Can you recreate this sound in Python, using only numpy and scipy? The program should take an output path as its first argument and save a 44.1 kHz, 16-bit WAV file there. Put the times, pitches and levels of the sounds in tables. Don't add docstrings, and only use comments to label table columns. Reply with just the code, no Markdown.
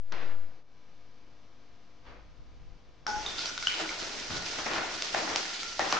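import sys
import numpy as np
from scipy import signal
from scipy.fft import rfft, irfft, next_fast_len
from scipy.io import wavfile
from scipy.ndimage import uniform_filter1d

SR = 44100
rng = np.random.default_rng(int(sys.argv[2]) if len(sys.argv) > 2 else 0)


def volts(x):
    e = np.asarray(x, float) / 20
    return 10 ** e


def to_wav(sig):
    pcm = np.clip(np.atleast_2d(sig), -1, 1) * 32767
    pcm = np.round(pcm).astype(np.int16)
    wavfile.write(sys.argv[1], SR, pcm.T)


N = 264159

# [t/s, peak level/dB, small bubble f/Hz, its level/dB, crack level/dB]
DEEP_POPS = [
    (3.066, -27.5, 5450, 7, -1),
    (3.262, -29, 3640, 10.5, 0),
    (3.804, -53, 2920, 26, -15),
    (4.585, -27, 3030, -3, -18),
    (5.146, -10.5, 1820, -11, -13.5),
    (5.359, -19.5, 5230, 1.5, 6.5),
    (5.7931, -10, 1370, -11.5, -10.5),
    (5.9248, -12, 1140, -1, -2.5),
]


def rms_one(x):
    return x / np.sqrt(np.mean(x ** 2) + 1e-20)


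def in_time(rows):
    s, *columns = np.transpose(rows)
    return [np.interp(np.arange(N) / SR, s, c) for c in columns]


def at_hz(points, hz):
    points_hz, points_db = np.transpose(points)
    return np.interp(np.log(hz), np.log(points_hz), points_db)


def drift(rate_hz):
    r = np.exp(-80 * np.pi * rate_hz / SR)
    slow = signal.lfilter([1], [1, -2 * r, r * r], rng.standard_normal(N // 40 + 2002))[2000:]
    return np.interp(np.arange(N) / 40, np.arange(len(slow)), rms_one(slow))


def resonate(x, hz, width_hz):
    r = np.exp(-np.pi * width_hz / SR)
    w = 2 * np.pi * hz / SR
    return signal.lfilter([0, np.sin(w)], [1, -2 * r * np.cos(w), r * r], x + 1e-18)


def grains(per_s, spread_db):
    shape = (2, 2, N)
    sizes = volts(spread_db * np.minimum(rng.exponential(1, shape), 5))
    signs = rng.choice([-1, 1], shape)
    struck = rng.random(shape) < per_s / SR
    return rms_one(sizes * signs * struck) + 1e-9


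def banded(trains, spectrum, patchy_db, alike_more=0.0):
    # [f/Hz, correlation]
    likeness = [(60, -1.4), (210, 0.84), (750, 0.52), (2640, 0.35), (9340, 0.41)]
    out, together = 0, drift(10.0)
    low_hz, high_hz = spectrum[0][0], spectrum[-1][0]
    edges = np.geomspace(low_hz, high_hz, int(2.5 * np.log2(high_hz / low_hz)) + 2)
    for k, (low, high) in enumerate(zip(edges, edges[1:])):
        band = signal.butter(2, [low, high], "band", fs=SR, output="sos")
        mid, side = signal.sosfilt(band, trains[k % 2])
        hz = np.sqrt(low * high)
        alike = np.clip(at_hz(likeness, max(hz, 130)) + alike_more, -.99, .99)
        gain = volts(at_hz(spectrum, hz) + patchy_db * (together + drift(22.5)))
        out = out + gain * (np.sqrt(1 + alike) * mid + np.sqrt(1 - alike) * side * [[1], [-1]])
    return rms_one(out)


def swells(rows, bed_db=-120):
    t, power = np.arange(N) / SR, volts(bed_db) ** 2
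    for s, db, rise, hold, fall in rows:
        climb_db = 30 * np.maximum(s - t, 0) / rise
        fall_db = fall * np.maximum(t - s - hold, 0)
        power = power + volts(db - climb_db - fall_db) ** 2
    return np.sqrt(power)


def still_kitchen():
    # [f/Hz, level/dB per Hz]
    hiss_spectrum = [(50, -11), (120, -0.5), (300, -6.5), (600, -8.5), (1300, -12.5), (3000, -15),
                     (6000, -17.5), (11000, -31)]
    # [f/Hz, level/dB per Hz]
    rumble_spectrum = [(18, 9.5), (35, -9.5), (55, -8.5), (90, -11), (160, -17.5)]
    # [f/Hz, level/dB]
    harmonics = [(102.3, -74), (247.6, -76), (301.5, -76), (349.9, -85), (452.2, -80.5), (500.6, -77),
                 (597.5, -83.5), (672.9, -87.5), (699.8, -78.5), (802.1, -85), (1001, -81), (1098, -83.5),
                 (1200, -85.5), (1249, -82.5), (1400, -88), (1599, -85.5), (1798, -89.5), (2223, -90),
                 (2299, -84), (2498, -102.5), (2826, -103), (2998, -88)]
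    # [t/s, depth/dB]
    ducks = [
        (0, 7.5),
        (.635, 9.5),
    ]
    # [t/s, level/dB, hold/s, fall/dB per s]
    shifts = [
        (0, -61, 0.25, 33),
        (1.55, -75, .01, 46),
        (2.1, -49.5, .05, 10.5),
        (3.17, -48.5, 0.072, 64),
        (3.5, -57.5, 0.37, 83),
        (4.035, -55, .02, 30.5),
        (4.34, -50.5, .02, 17),
        (5.79, -58, .2, 34),
    ]
    duck_s, recover_s = 0.019, 0.075
    rise_s, counter_db = 0.22, -66
    t = np.arange(N) / SR
    hiss_db = -72.5
    for s, db in ducks:
        hiss_db = hiss_db - db * np.exp(-np.maximum((t - s) / recover_s, (s - t) / duck_s))
    hands = swells([(s, db, rise_s, hold, fall) for s, db, hold, fall in shifts], counter_db)
    hiss = banded(rng.standard_normal((2, 2, N)), hiss_spectrum, patchy_db=.15, alike_more=.3)
    mains = 2 * np.pi * 50 * t
    buzz = 0
    for hz, db in harmonics:
        buzz = buzz + volts(db + drift(1.5)) * np.sin(round(hz / 50) * mains + rng.uniform(0, 5.55))
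    rumble = banded(rng.standard_normal((2, 2, N)), rumble_spectrum, patchy_db=3.5, alike_more=-0.27)
    rumble = rumble + 0.52 * np.sin(mains)
    left_leaning = buzz * volts(hiss_db + 75.5) + hands * rumble
    return volts(hiss_db + 8) * hiss + left_leaning * volts([[2.5], [-2.5]])


def board():
    # [f/Hz, level/dB per Hz]
    scrape_spectrum = [(60, 12.5), (150, 3), (450, 8.5), (900, 3), (1700, 0.5), (3000, -6), (5000, -13),
                       (11000, -39)]
    # [t/s, peak level/dB]
    tap_event = [
        (0.1225, -28),
    ]
    # [t/s, level/dB, rise/s, hold/s, fall/dB per s]
    strokes = [
        (0.12, -46, 0.0024, 0.024, 51),
        (0.198, -51, 0.16, .12, 150),
        (.42, -77, 0.056, 0.13, 300),
        (2.072, -55.5, 0.073, .09, 115),
    ]
    edge_db, edge_sag_db_per_s = 0.5, 51
    t = np.arange(N) / SR
    body, edge = swells(strokes), 0
    for row in strokes:
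        edge = edge + swells([row]) * volts(edge_db - edge_sag_db_per_s * np.maximum(t - row[0], 0))
    slide = banded(grains(3500, spread_db=1.5), scrape_spectrum, patchy_db=.6, alike_more=0.12)
    low = signal.sosfilt(signal.butter(2, 1400, "low", fs=SR, output="sos"), slide)
    high = signal.sosfilt(signal.butter(2, 1400, "high", fs=SR, output="sos"), slide)
    out = volts(-1.4) * body * rms_one(low) - volts(-1.7) * edge * rms_one(high)
    s, db = tap_event[0]
    t = np.arange(300) / SR
    tap = rng.standard_normal(300) * np.exp(-t / .0011) * np.minimum(t / .001, 1)
    tap = signal.sosfilt(signal.butter(2, [400, 5500], "band", fs=SR, output="sos"), tap)
    at = round(s * SR)
    out[:, at:at + 300] += volts(db + 7.5) * tap
    return out


def pops():
    # [t/s, peak level/dB, small bubble f/Hz, its level/dB, crack level/dB]
    shallow_pops = [(3.229, -34.5, 5550, -5, 3), (3.39, -27, 4300, -1, -4), (3.457, -30.5, 4720, 6, 7.5),
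                    (3.494, -23, 6000, -6, -10), (3.577, -24.5, 3740, -1, 1),
                    (3.625, -24.5, 2170, -3, -2.5), (3.6701, -14, 3025, 5, -6), (3.694, -37, 2880, 5, -7),
                    (3.891, -30, 2210, 7, -3), (4.664, -22, 1900, -9, -6), (4.734, -22, 1840, -7, -2),
                    (5.022, -29, 3970, -30, 12), (5.631, -32.5, 2170, 0, 8)]
    deep_hz, shallow_hz = 766, 1470
    out, size = np.zeros((2, N)), 1400
    t = np.arange(size) / SR
    no_thump = signal.butter(2, 450, "high", fs=SR, output="sos")
    rows = [(*pop, deep_hz) for pop in DEEP_POPS] + [(*pop, shallow_hz) for pop in shallow_pops]
    for s, db, small_hz, small_db, crack_db, big_hz in sorted(rows):
        swell = np.minimum(t / .0017, 1) ** 2
        big = np.sin(2 * np.pi * big_hz * t) * np.exp(-t / 0.0021)
        small = volts(small_db) * np.sin(2 * np.pi * small_hz * t) * np.exp(-t / 0.0019 + .5)
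        common, own = rng.standard_normal(size), rng.standard_normal((2, size))
        late = np.maximum(t - .0005, 0)
        snap = np.sin(2 * np.pi * (500 * late + 3e6 * late ** 2))
        snap = snap * (.4 + late / .001) * np.exp(-(late / .0013) ** 4)
        spray = .5 * (common + .4 * own) * np.exp(-t / .0012)
        at = round(s * SR)
        burst = volts(db) * (swell * (big + small) + volts(crack_db) * (snap + swell * spray))
        out[:, at:at + size] += signal.sosfilt(no_thump, burst)[:, :N - at]
    return out


def kitchen(x):
    t60_s, wall_cut_hz = 0.65, 5900
    size = next_fast_len(N + SR)
    w = 2 * np.pi * np.arange(size // 2 + 1) / size
    dull = 1 / (1 + 1j * w * SR / (2 * np.pi * wall_cut_hz))
    walls = np.zeros((2, len(w)), complex)
    for k, lag_s in enumerate(rng.uniform(.009, 0.031, 16)):
        loop = volts(-60 * lag_s / t60_s) * dull ** 0.2 * np.exp(-1j * w * round(lag_s * SR))
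        walls[k % 2] += (-1) ** (k // 2) * loop / (1 - loop)
    return irfft(rfft(x, size) * walls, size)[:, :N]


def vigour():
    # [t/s, fizz level/dB, foam level/dB]
    boil = [(3.068, -61.5, -61), (3.2, -47, -48.5), (3.3, -45.5, -47.5), (3.4, -38.5, -49.5),
            (3.48, -38.5, -49.5), (3.59, -46.5, -57), (3.67, -42, -56), (3.74, -42, -49), (3.82, -39, -41),
            (3.95, -44, -49.5), (4.02, -40.5, -45.5), (4.28, -42.5, -48.5), (4.42, -41, -45.5),
            (5.06, -40, -49.5), (5.3, -42.5, -42), (5.55, -38.5, -51), (5.66, -42, -55.5), (5.99, -43, -57)]
    # [t/s, foam level/dB, churn level/dB, hold/s, fall/dB per s]
    surges = [(3.076, -43, -45, .01, 79), (3.25, -47, -64, 0.015, 150), (3.798, -40.5, -46.5, 0.023, 205),
              (3.902, -44.5, -51, 0.009, 120), (4.304, -47, -40.5, 0.07, 402), (4.588, -42, -42, .005, 209),
              (4.662, -37, -41, 0.036, 105), (4.713, -37.5, -59, 0.052, 111),
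              (4.778, -37.5, -42, 0.039, 63), (5.143, -36, -40, 0.026, 79),
              (5.275, -40.5, -43.5, 0.088, 115), (5.797, -36, -40.5, 0.023, 32),
              (5.929, -36, -44, .05, 302)]
    # [t/s, level/dB, fall/dB per s]
    spits = [(3.07, -45, 100), (3.265, -46, 196), (3.626, -41, 65), (3.7, -44.5, 103), (4.19, -43.5, 100),
             (4.3, -39.5, 152), (4.369, -40.5, 400), (4.46, -39, 43), (5.128, -37.5, 504),
             (5.29, -38.5, 95), (5.362, -39.5, 102), (5.61, -39, 209), (5.799, -39, 26.5)]
    # [t/s, level/dB, fall/dB per s]
    wall_hits = [(3.066, -25, 897), (3.08, -44, 57), (3.47, -44, 42), (3.583, -40, 904), (3.632, -35, 405),
                 (3.677, -31, 600), (3.735, -38, 252), (3.805, -40.5, 150), (3.851, -32.5, 352),
                 (3.9, -41.5, 146), (4.3, -44, 30), (4.378, -38, 500), (4.79, -37, 104), (5.147, -30, 900),
                 (5.801, -46, 61), (5.931, -39, 554), (5.971, -36, 700)]
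    surge_rise_s, spit_rise_s, wall_rise_s = .005, .011, .01
    splash_db, splash_fall_db_per_s = 3, 600
    fizz_db, foam_db = in_time(boil)
    churn_db = -50 + 0.69 * (foam_db + 50)
    foam, churn = [], []
    for s, db, surge_churn_db, hold, fall in surges:
        foam.append((s, db, surge_rise_s, hold, fall))
        foam.append((s, db + splash_db, surge_rise_s, 0, splash_fall_db_per_s))
        churn.append((s, surge_churn_db, surge_rise_s, hold, fall))
    spray = [(s, db, spit_rise_s, 0, fall) for s, db, fall in spits]
    wall = [(s, db, wall_rise_s, 0, fall) for s, db, fall in wall_hits]
    return swells(spray, fizz_db), swells(foam, foam_db), swells(churn, churn_db), swells(wall, fizz_db - 8)


def sizzle():
    # [f/Hz, level/dB per Hz]
    fizz_spectrum = [(450, -31), (800, 5.5), (1100, -34), (1600, 1), (2200, -0.5), (3500, 1), (6000, 2.5),
                     (11000, -3)]
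    # [f/Hz, level/dB per Hz]
    foam_spectrum = [(250, -30.5), (400, -9), (650, -1), (1000, -3), (1600, -4), (2300, -7.5), (3500, -17),
                     (6000, -48)]
    # [f/Hz, level/dB per Hz]
    churn_spectrum = [(25, -15.5), (60, -7.5), (130, -9.5), (310, -0.5), (450, -1), (800, -42.5)]
    fizzing, foaming, churning, ringing = vigour()
    fizz = banded(grains(5000, spread_db=2.0), fizz_spectrum, patchy_db=1.17)
    foam = banded(grains(3500, spread_db=2.5), foam_spectrum, patchy_db=.8)
    churn = banded(grains(900, spread_db=4.0), churn_spectrum, patchy_db=-0.7)
    taps = rng.standard_normal(N) + 0.43 * rng.standard_normal((2, N))
    wall = rms_one(resonate(resonate(taps, 1450, 74), 1380, 200))
    bubbles = volts(4.0) * fizzing * fizz + volts(0.5) * foaming * foam
    return bubbles + volts(-3.93) * churning * churn + volts(-4.5) * ringing * wall


def pockets():
    # [t/s, length/s, f/Hz, width/Hz, level/dB]
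    jets = [(3.076, 0.15, 843, 13.7, -32.5), (3.063, 0.14, 1473, 37, -38.5),
            (3.052, 0.24, 5900, 1200, -42.5), (3.261, 0.034, 3620, 170, -39),
            (3.304, 0.18, 3600, 200, -45.5), (3.38, 0.045, 4700, 890, -34.5),
            (3.463, 0.047, 5660, 580, -38), (3.676, 0.049, 2990, 90, -43), (3.696, 0.1, 2400, 300, -40),
            (3.812, 0.11, 323, 20, -42.5), (4.3, 0.16, 156, 74, -45), (4.711, 0.15, 321, 20, -43.5),
            (4.721, 0.09, 2720, 1000, -40), (4.937, 0.019, 1340, 120, -39.5), (5.15, 0.11, 680, 140, -39.5),
            (5.2, 0.29, 314, 29, -48.5), (5.62, 0.14, 1367, 37, -48), (5.796, 0.036, 1900, 324, -31.5),
            (5.962, 0.022, 1290, 216, -32), (5.798, 0.059, 830, 170, -38.5),
            (4.759, 0.057, 1550, 500, -34.5)]
    out, t = np.zeros((2, N)), np.arange(12000) / SR
    for s, length_s, hz, width_hz, db in jets:
        jet = rng.standard_normal(16000) + 0.4 * rng.standard_normal((2, 16000))
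        song = resonate(resonate(jet, hz, width_hz), hz, 3 * width_hz)[:, 4000:]
        loudness = uniform_filter1d(np.mean(song ** 2, axis=0), size=500)
        song = rms_one(song / (loudness + .05 * loudness.mean()) ** .3)
        shape = np.clip(t / 0.0015, 0, 1) * np.exp(-.7 * t / length_s) / (1 + (t / length_s) ** 7)
        at = round(s * SR)
        out[:, at:at + len(t)] += (volts(db) * shape * song)[:, :N - at]
    return out


def scene():
    bursts = pops()
    echo = volts(-14) * kitchen(bursts.mean(axis=0))
    landed = np.arange(N) > DEEP_POPS[0][0] * SR
    fry = landed * (sizzle() + pockets())
    return still_kitchen() + board() + bursts + echo + fry


def roll_off(x):
    return signal.sosfilt(signal.butter(12, 9940, fs=SR, output="sos"), x)


def record(dry):
    # [f/Hz, gain/dB]
    response = [(5000, 0.5), (6300, -3), (7200, -8.5), (8000, -19), (9000, -21), (9800, -35),
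                (10100, -55.5), (11000, -64)]
    # [f/Hz, left-right gain/dB]
    capsules = [(60, -3), (160, 5), (450, 3.5), (1240, 2), (3400, -0.5), (9340, -4.5)]
    # [t/s, offset/thousandths of full scale]
    pressure = [(0, 57), (0.06, 40), (0.14, 70), (0.2, 54), (0.27, 100), (0.35, 103), (0.43, 80), (0.5, 20),
                (0.63, 4), (1, 8.8), (1.3, 5.8), (1.95, 5.2), (2.1, 1.7), (5.98, 1.6)]
    size = next_fast_len(N)
    hz = np.maximum(np.arange(size // 2 + 1) * SR / size, 1)
    colour_db = at_hz(response, hz) + [[.5], [-.5]] * at_hz(capsules, hz)
    x = irfft(rfft(dry, size) * volts(colour_db), size)[:, :N]
    left = in_time(pressure)[0]
    both = np.array([left, 0.78 * left ** 0.81])
    offset = uniform_filter1d(both, size=2600, axis=1, mode="nearest") / 1000
    return roll_off(x + offset)


dry = scene()
out = record(dry)
to_wav(out)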